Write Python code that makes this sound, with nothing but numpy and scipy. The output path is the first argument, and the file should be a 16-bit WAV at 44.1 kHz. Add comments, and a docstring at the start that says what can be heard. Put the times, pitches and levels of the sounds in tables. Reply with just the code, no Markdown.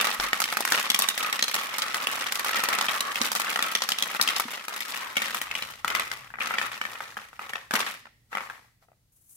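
"""Marbles in a toy marble run

Steel marbles tumble through hard plastic cubes, close to a phone in a carpeted room with a low hum.
Each drop is a handful of fading sine tones (the cube) plus a short noise burst (the crack).
Weak random bounces and shaped noise (rolling) fill the gaps and thin out as the run empties.
The room answers with fading noise tails; there is an early low push and a last treble rustle."""
import sys
import numpy as np
from scipy import signal
from scipy.fft import rfft, irfft, next_fast_len
from scipy.io import wavfile
from scipy.ndimage import uniform_filter1d, map_coordinates

SR = 44100
rng = np.random.default_rng(int(sys.argv[2]) if len(sys.argv) > 2 else 0)


def master(y):
    """Save y as 16-bit WAV."""
    cut = np.clip(np.atleast_2d(y).T, -1, 1)
    pcm = np.round(cut * 32767)  # scale
    wavfile.write(sys.argv[1], SR, pcm.astype(np.int16))


N = 412772


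def amp(db):
    """Turns decibels into a factor."""
    return 10 ** (np.asarray(db) / 20)


def unit(x):
    """Scales a sound to rms 1."""
    return x / np.sqrt(np.mean(x ** 2) + 1e-20)


def along(points, hz):
    """Reads (frequency, value) points between their entries, on a log frequency axis."""
    f, value = np.transpose(points)
    return np.interp(np.log(hz + 1), np.log(f + 1), value)


def curve(rows):
    """Turns (time, value) rows into one value per sample."""
    s, value = np.transpose(rows)
    return np.interp(np.arange(N) / SR, s, value)


def wobble(rate):
    """A smooth random curve with this many random points a second."""
    points = rng.standard_normal(int(N * rate / SR) + 4)
    return map_coordinates(points, [np.arange(N) * rate / SR])


def filtered(x, response):
    """Multiplies the spectrum of a sound by a response of frequency."""
    m = next_fast_len(N + 8192)
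    return irfft(rfft(x, m) * response(np.fft.rfftfreq(m, 1 / SR)), m)[..., :N]


def place(s, rows):
    """Adds up short stereo sounds (2, events, samples), each at its own time."""
    at = (np.round(s * SR).astype(int)[:, None] + np.arange(rows.shape[2])).ravel()
    return np.array([np.bincount(at, r.ravel(), N)[:N] for r in rows])


# how alike left and right are: (frequency [Hz], likeness [0 to 1])
LIKENESS = [(300, 0.9), (1000, 0.19), (2000, 0.0061)]


def stereo_noise(spectrum):
    """Noise of rms 1 with a given spectrum; left and right are alike in the bass only."""
    def response(hz):
        turn = np.arccos(np.clip(along(LIKENESS, hz), -1, 1)) / 2
        return amp(along(spectrum, hz)) * [np.cos(turn), np.sin(turn)]

    mid, side = filtered(rng.standard_normal((2, N)), response)
    return unit(np.array([mid + side, mid - side]))


# spectrum of the quiet room: (frequency [Hz], relative level [dB per Hz])
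HUM_SPECTRUM = [(20, -26.5), (40, -13), (95, -13.5), (122, -6.5), (150, -17.5), (400, -31), (1000, -36.5),
                (16000, -38.5)]
# level of the hum: low at first, up around 5.5 s, then slowly sinking: (time [s], level [dB])
HUM_LEVEL = [(0, -69.5), (4.8, -73.5), (5.5, -60.5), (9.36, -68.5)]


def hum():
    """The low hum of the quiet room: noise, mostly bass, at a slowly wavering level."""
    return amp(curve(HUM_LEVEL) + 2.0 * wobble(0.72)) * stereo_noise(HUM_SPECTRUM)


def bump():
    """A finger shifts on the phone: one low push, a fading 37 Hz sine from 0.19 s on."""
    t = np.maximum(np.arange(N) / SR - .19, 0)
    return amp(-42.5) * np.sin(2 * np.pi * 37 * t) * amp(-60 * t / 0.45)


# time for the room to fade by 60 dB: (frequency [Hz], time [s])
ROOM_FADE = [(200, 0.72), (1500, 0.22), (1850, 0.66), (2400, .5), (5000, 0.57), (14000, 0.22)]


def room(x):
    """The room's answer: noise tails in which each frequency dies at its own speed."""
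    places = 3  # blows land in several places, each with its own tail
    hz, t, z = signal.stft(rng.standard_normal((places, 2, SR * 3 // 4)), SR, nperseg=256)
    alike = along(LIKENESS, hz)[:, None]
    z[:, 1] = alike * z[:, 0] + np.sqrt(np.abs(1 - alike ** 2)) * z[:, 1]
    fade = amp(-60 * t / along(ROOM_FADE, hz)[:, None])
    tails = signal.istft(z * fade, SR, nperseg=256)[1]
    turn = np.arange(N) * 2 * np.pi * 5 / SR  # the sound goes round the places five times a second
    answer = 0
    for k, tail in enumerate(tails):
        share = (1 + np.cos(turn + 2 * np.pi * k / places)) / places
        answer = answer + signal.fftconvolve(x * share, tail / np.linalg.norm(tail[0]), axes=1)[:, :N]
    return answer


RUSTLE_S, RUSTLE_DB, RUSTLE_DB_PER_S = 9.12, -67, 38  # start, level at the start, growth
SCRATCH_T60_S = 0.21  # time for a scratch to fade by 60 dB
# sharper moments of the rustle: (time [s], level [dB])
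SCRATCH_TIMES = [(9.293, -55)]


def rustle():
    """A thin, scratchy treble rustle at the end: growing noise with a quick flutter."""
    t = np.arange(N) / SR
    level = (t > RUSTLE_S) * amp(RUSTLE_DB + RUSTLE_DB_PER_S * (t - RUSTLE_S))
    for s, db in SCRATCH_TIMES:
        level = level + (t > s) * amp(db - 60 * np.abs(t - s) / SCRATCH_T60_S)
    noise = stereo_noise([(4500, -22.5), (6500, -7.0), (11000, -1.0), (16000, -8.0)])  # (Hz, dB)
    return level * amp(2.7 * wobble(90)) * noise


ARRIVE_DB_PER_S, RUN_OUT = 1503, 2.11  # rise of a late marble; its fade in dB grows with this power of time
SHARP_DB = -11.5  # crack of the crowd's small bounces
FLIGHT_S, FLIGHT_DB = 0.026, 4.5  # a marble in the air is silent: the rolling thins before a landing
# many marbles under way at once: (time [s], level [dB])
CROWD_LEVEL = [(0, -22.5), (.2, -34), (.55, -36.5), (.75, -27.5), (1.2, -30.5), (1.7, -33.5), (2.7, -28.5),
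               (3.1, -31.5), (3.5, -30), (4.17, -36), (4.35, -29.5), (4.62, -41.5), (4.75, -36),
               (5.08, -38), (5.3, -33), (5.7, -38.5), (5.84, -56), (5.9, -90)]
# the last marbles come one by one:
# (start [s], level [dB], time until the roll has lost 30 dB [s], crack of its bounces [dB])
LATE_MARBLES = [(5.862, -34.5, 0.54, -14.5), (6.401, -31.5, 0.64, -13.5), (6.811, -40, 0.76, -15),
                (7.402, -39.5, 0.37, -17.5), (7.736, -27.5, 0.28, -13), (8.32, -37.5, 0.354, -24.5),
                (8.82, -60.5, 0.05, -41)]


def load():
    """Level and crack (dB) of all that rolls: the crowd, then late marbles that run out ever faster."""
    start, db, last, crack_db = np.transpose(LATE_MARBLES)[..., None]
    t = np.arange(N) / SR
    age = t - start
    arrive_db = ARRIVE_DB_PER_S * np.minimum(age, 0)
    run_out_db = 30 * (np.maximum(age, 0) / last) ** RUN_OUT
    crowd = amp(2 * curve(CROWD_LEVEL))  # twice the dB: power
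    each = amp(2 * (db + arrive_db - run_out_db))
    power = crowd + each.sum(axis=0)
    landings = np.sort([row[0] for row in DROP_LIST + MORE_KNOCKS] + [np.inf])
    until_landing = landings[np.searchsorted(landings, t)] - t
    in_air = uniform_filter1d(1. * (until_landing < FLIGHT_S), size=100)
    mean_crack_db = (SHARP_DB * crowd + (crack_db * each).sum(axis=0)) / power
    return 10 * np.log10(power) - FLIGHT_DB * in_air, mean_crack_db


# spectrum of rolling: (frequency [Hz], relative level [dB per Hz])
ROLL_SPECTRUM = [(120, -40), (220, -20), (1000, -12), (1230, 6), (1500, -10), (1900, -3), (2600, -13),
                 (6800, -34)]
# loose cubes buzz under the crowd: (frequency [Hz], relative level [dB per Hz])
RATTLE_SPECTRUM = [(1800, -26), (3300, -4.5), (5600, -14), (9000, -31.5)]
SWELL_DB, SWELL_WIDTH_S = 10, .075
# a marble runs down a long hollow chute: (time [s], pitch [Hz])
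CHUTE_SWELLS = [(.24, 1240), (1.27, 1250), (2.75, 1270), (5.07, 1040)]


def rolling():
    """Rolling steel makes noise with a hollow peak; each chute shifts the peak to its own pitch."""
    def chute(shift):
        return stereo_noise(np.multiply(ROLL_SPECTRUM, (shift, 1)))

    total = 0
    for shift in (.92, 1.06):
        total = total + chute(shift) * amp(3.5 * wobble(7) + 2.5 * wobble(25))
    peak_hz = max(ROLL_SPECTRUM, key=lambda row: row[1])[0]
    t = np.arange(N) / SR
    for s, hz in CHUTE_SWELLS:
        swell = amp(SWELL_DB) * np.exp(-((t - s) / SWELL_WIDTH_S) ** 2)
        total = total + swell * chute(hz / peak_hz)
    return total


def traffic():
    """Small bounces at random, mostly weak, over the rumble of rolling steel."""
    level_db, crack_db = load()
    luck = rng.random((2200, 4))
    at = (luck[:, 0] * 9 * SR).astype(int)
    burst_db = 2.5 * wobble(16)  # the bounces come in bursts
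    db = level_db[at] + 5.5 + burst_db[at] + 4 * luck[:, 1] ** 2
    lower = amp(0.27 * (crack_db[at] - SHARP_DB))  # dull marbles ring the lower modes
    ring_hz = 1000 * 3 ** (luck[:, 2] ** 0.95) * lower
    bounces = knocks(at / SR, db, ring_hz, crack_db[at] + 4 - 22 * luck[:, 3], focus_db=8)
    # steel grazing the walls, less tied to the load
    fizz = amp(0.6 * level_db - 30.0 + 1.2 * wobble(32)) * stereo_noise(CRACK_SPECTRUM)
    rattle = amp(level_db + crack_db - 7.5 + burst_db) * stereo_noise(RATTLE_SPECTRUM)
    return bounces + fizz + rattle + amp(level_db - 10.5) * rolling()


# heavy landings that shake the tower: (time [s], level [dB])
HEAVY_LANDINGS = [(3.211, -23), (4.454, -30), (7.738, -20.5)]


def thuds():
    """A heavy landing sets the tower's low mode going: a short 235 Hz sine."""
    s, db = np.transpose(HEAVY_LANDINGS)
    t = np.arange(SR // 5) / SR
    swing = np.sin(2 * np.pi * 235 * t) * amp(-60 * t / 0.059) * (1 - np.exp(-t / 0.00023))
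    return place(s, np.tile(amp(db)[:, None] * swing, (2, 1, 1)))


# modes (natural tones) of a cube: (frequency [Hz], level [dB], time to fade by 60 dB [s])
CUBE_MODES = [(547, -8.5, 0.027), (872, -0.5, 0.013), (1198, -6.5, 0.032), (1424, -1, 0.012),
              (1909, -4.5, 0.038), (2453, -1.5, 0.022), (3045, -1.5, 0.022), (3560, -1, 0.02),
              (5550, -1, 0.016)]


def cube_ring(t, ring_hz, dull_db, focus_db, luck):
    """A struck cube rings in its modes, loudest near the favoured pitch; left and right differ in phase."""
    hz, level, t60 = np.transpose(CUBE_MODES)
    tune = hz * np.exp(0.071 * luck[:, 0])  # each blow finds the modes tuned a little differently
    nearest = np.abs(np.log(tune / ring_hz[:, None])).argmin(axis=1)
    tune[np.arange(len(tune)), nearest] = ring_hz
    near_db = -focus_db * np.minimum(np.abs(np.log2(tune / ring_hz[:, None])), 1.5)
    soft_db = .7 * dull_db * np.maximum(np.log2(tune / 2300), 0)  # a dull blow spares the high modes
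    size = amp(level + near_db + soft_db + 1.76 * luck[:, 1])
    size /= np.linalg.norm(size, axis=1, keepdims=True)
    fade = amp(-60 * t / t60[:, None]) * np.cos(np.pi * t / t[-1] / 2)
    swing = np.exp(2j * np.pi * tune[..., None] * t) * fade
    apart = np.minimum(hz / 900, 3) * luck[:, 2]  # the phase gap grows with pitch
    sides = []
    for side in (1, -1):
        port = np.exp(1j * (luck[:, 3] + side * apart / 2)) * amp(side * 1.5 * luck[:, 4])
        sides.append(np.einsum("em,emt->et", size * port, swing).imag)
    onset = (1 - np.exp(-t / (.0002 * amp(-.2 * dull_db)))) ** 2  # a dull blow sets in more gently
    return np.array(sides) * onset


# spectrum of steel on plastic: (frequency [Hz], level [dB])
CRACK_SPECTRUM = [(1500, -17.5), (4000, 4), (6500, 0), (9500, -2.5), (13000, -2.5), (16000, -10)]


def steel_crack(s, t, db, luck):
    """Steel on plastic cracks: a short noise burst, brighter or darker from blow to blow."""
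    burst = rng.standard_normal((2, len(s), len(t))) * amp(-60 * t / 0.027)
    burst = burst * (1 - np.exp(-t / 0.00033)) * amp(db)[:, None]
    bright = 1 / (1 + amp(10 * luck[:, 1, :1]))  # share of each crack above its middle pitch

    def high(f):
        return f ** 4 / (f ** 4 + 6500 ** 4)

    crack = filtered(place(s, burst * bright), high)
    crack = crack + filtered(place(s, burst * (1 - bright)), lambda f: 1 - high(f))
    return amp(13.0) * filtered(crack, lambda f: amp(along(CRACK_SPECTRUM, f)))


# low resonance of the whole tower: (centre [Hz], width [Hz], level [dB])
TOWER_MODE = (212.4, 58, 14.75)


def tower_thud(s, db):
    """The whole tower thuds: each blow is a click through one low resonance."""
    clicks = place(s, (amp(db) * [[1], [1]])[..., None])
    c, w, thud_db = TOWER_MODE
    return filtered(clicks, lambda f: amp(thud_db) * 1j * f * w / (c * c - f * f + 1j * f * w))


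def knocks(s, db, ring_hz, crack_db, focus_db):
    """Each blow of a marble rings a cube, cracks and makes the tower thud."""
    t = np.arange(600) / SR
    luck = rng.standard_normal((len(s), 5, len(CUBE_MODES)))
    dull_db = np.minimum(crack_db + 14, 0)[:, None]  # below zero for blows with little crack
    ring = cube_ring(t, ring_hz, dull_db, focus_db, luck)
    crack = steel_crack(s, t, db + crack_db, luck)
    uneven_db = 3 * luck[:, 0, 0]
    thud = tower_thud(s, db + uneven_db + 0.027 * dull_db[:, 0])
    return place(s, ring * amp(db - 0.11)[:, None]) + crack + thud


# clear drops: (time [s], level [dB], favoured ring pitch [Hz], crack relative to the ring [dB])
DROP_LIST = [(0.044, -11.5, 1230, -13), (0.331, -7.5, 1836, -17), (0.402, -11.5, 1310, -9),
             (0.44, -12, 3090, -12), (0.525, -13, 1270, -16), (0.606, -12, 805, -11),
             (0.651, -10.5, 1500, -12.5), (0.721, -6, 1470, -11), (0.901, -7, 3330, -11),
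             (0.99, -10.5, 1020, -6), (1.021, -10.5, 3700, -11), (1.177, -15.5, 2020, -9),
             (1.327, -12, 1880, -13), (1.425, -7, 4156, -11.5), (1.542, -15.5, 1820, -5.5),
             (1.783, -18.5, 1320, -4.5), (1.82, -16.5, 3160, -6.5), (1.944, -12, 1460, -12),
             (2.07, -10.5, 2970, -17), (2.322, -15.5, 1580, -6), (2.446, -13, 1230, -12.5),
             (2.687, -9.5, 960, -12.5), (2.786, -13, 1270, -10.5), (2.884, -12.5, 3240, -21.5),
             (3.006, -12, 3910, -11), (3.157, -14, 2740, -15.5), (3.215, -11, 1203, -8.5),
             (3.559, -9.5, 1345, -19.5), (3.625, -10, 3530, -14), (3.82, -13, 1370, -8),
             (3.919, -10.5, 3300, -12.5), (4.148, -13, 1360, -23), (4.197, -8.5, 1440, -40.5),
             (4.213, -7.5, 5100, -6.5), (4.276, -10.5, 3180, -12.5), (4.363, -17, 5140, -4.5),
             (4.398, -11.5, 1280, -11.5), (4.805, -18.5, 2250, -12.5), (5.168, -8, 2230, -17.5),
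             (5.345, -14, 1260, -15.5), (5.415, -15, 1910, -13), (5.512, -16.5, 2600, -33),
             (5.552, -15, 2970, -17), (5.846, -10.5, 1340, -20), (5.879, -14.5, 2035, -14),
             (6.303, -29.5, 1474, -47.5), (6.406, -13, 2750, -34.5), (6.508, -12.5, 1500, -42),
             (6.584, -8, 1800, -23), (7.005, -16, 1250, -29), (7.494, -25.5, 2250, -15),
             (7.534, -16.5, 1805, -24), (7.709, -14, 1520, -20), (7.737, -12, 1220, -12.5),
             (7.864, -21, 1880, -14), (8.055, -30.5, 1340, -28.5), (8.825, -45, 701, -57)]
# more clear knocks, with the ring pitch and crack of the drop listed before: (time [s], level [dB])
MORE_KNOCKS = [(.07, -11.5), (0.199, -11.5), (.418, -12), (0.57, -8), (0.676, -16.5), (.945, -7.5),
               (0.999, -18), (1.087, -8), (1.392, -13), (1.481, -14), (2.355, -17.5), (2.394, -18),
               (2.463, -18), (2.637, -11.5), (2.811, -11.5), (3.317, -14), (3.351, -14.5), (3.398, -15),
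               (3.591, -9.5), (3.751, -7), (3.889, -12), (3.986, -14), (4.024, -9), (4.287, -11.5),
               (4.682, -19), (5.101, -32), (5.156, -26), (5.179, -15), (5.219, -12), (5.623, -16.5),
               (5.902, -17), (5.95, -10.5), (5.996, -13), (6.115, -16.5), (6.339, -21), (6.355, -25),
               (6.386, -19.5), (6.414, -16), (6.539, -12.5), (6.614, -13), (6.716, -22), (6.814, -13),
               (6.852, -16.5), (7.169, -18), (7.33, -32), (7.393, -20.5), (7.413, -31), (7.556, -16.5),
               (7.793, -16), (8.329, -19.5), (8.336, -28), (8.351, -11.5), (8.371, -14.5), (8.382, -16.5),
               (8.406, -19), (8.499, -21.5), (8.885, -41.5), (8.917, -43)]


def drops():
    """Marbles fall from ledge to ledge; each blow chatters twice more within 28 ms, weaker."""
    drop_s, drop_db, ring_hz, crack_db = np.transpose(DROP_LIST)
    more_s, more_db = np.transpose(MORE_KNOCKS)
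    listed = np.append(np.arange(len(DROP_LIST)), np.searchsorted(drop_s, more_s) - 1)
    s, db = np.append(drop_s, more_s), np.append(drop_db, more_db)
    luck = rng.random((len(s), 2, 2))
    late = np.cumsum(.003 + .011 * luck[:, 0], axis=1)  # seconds after the blow
    again_db = db[:, None] - 3.0 - 250 * np.abs(late) - 10 * luck[:, 1]
    all_s = np.column_stack([s, s[:, None] + late]).ravel()
    all_db = np.column_stack([db, again_db]).ravel()
    return knocks(all_s, all_db, np.repeat(ring_hz[listed], 3), np.repeat(crack_db[listed], 3), focus_db=10)


# the phone turns: (time [s], left over right [dB])
LEFT_LEAN = [(2.5, 0), (6.3, 2.9), (7.5, 1.7), (9.3, 4)]


def scene():
    """The marble run and the rustle up close, with the room's answer, the hum and the bump."""
    run = drops() + thuds() + traffic()
    run = filtered(run, lambda hz: hz ** 4 / (hz ** 4 + 150 ** 4))  # the run is heard with little below 150 Hz
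    lean = curve(LEFT_LEAN) / 2
    near = (run + rustle()) * amp([lean, -lean])
    return near + amp(-10.0) * room(run) + hum() + bump()


def record(dry):
    """The phone's band limit: the treble fades from 15.7 kHz and is gone at 16.9 kHz."""
    return filtered(dry, lambda hz: np.clip((16900 - hz) / 1200, 0, 1) ** 4)


dry = scene()
out = record(dry)
master(out)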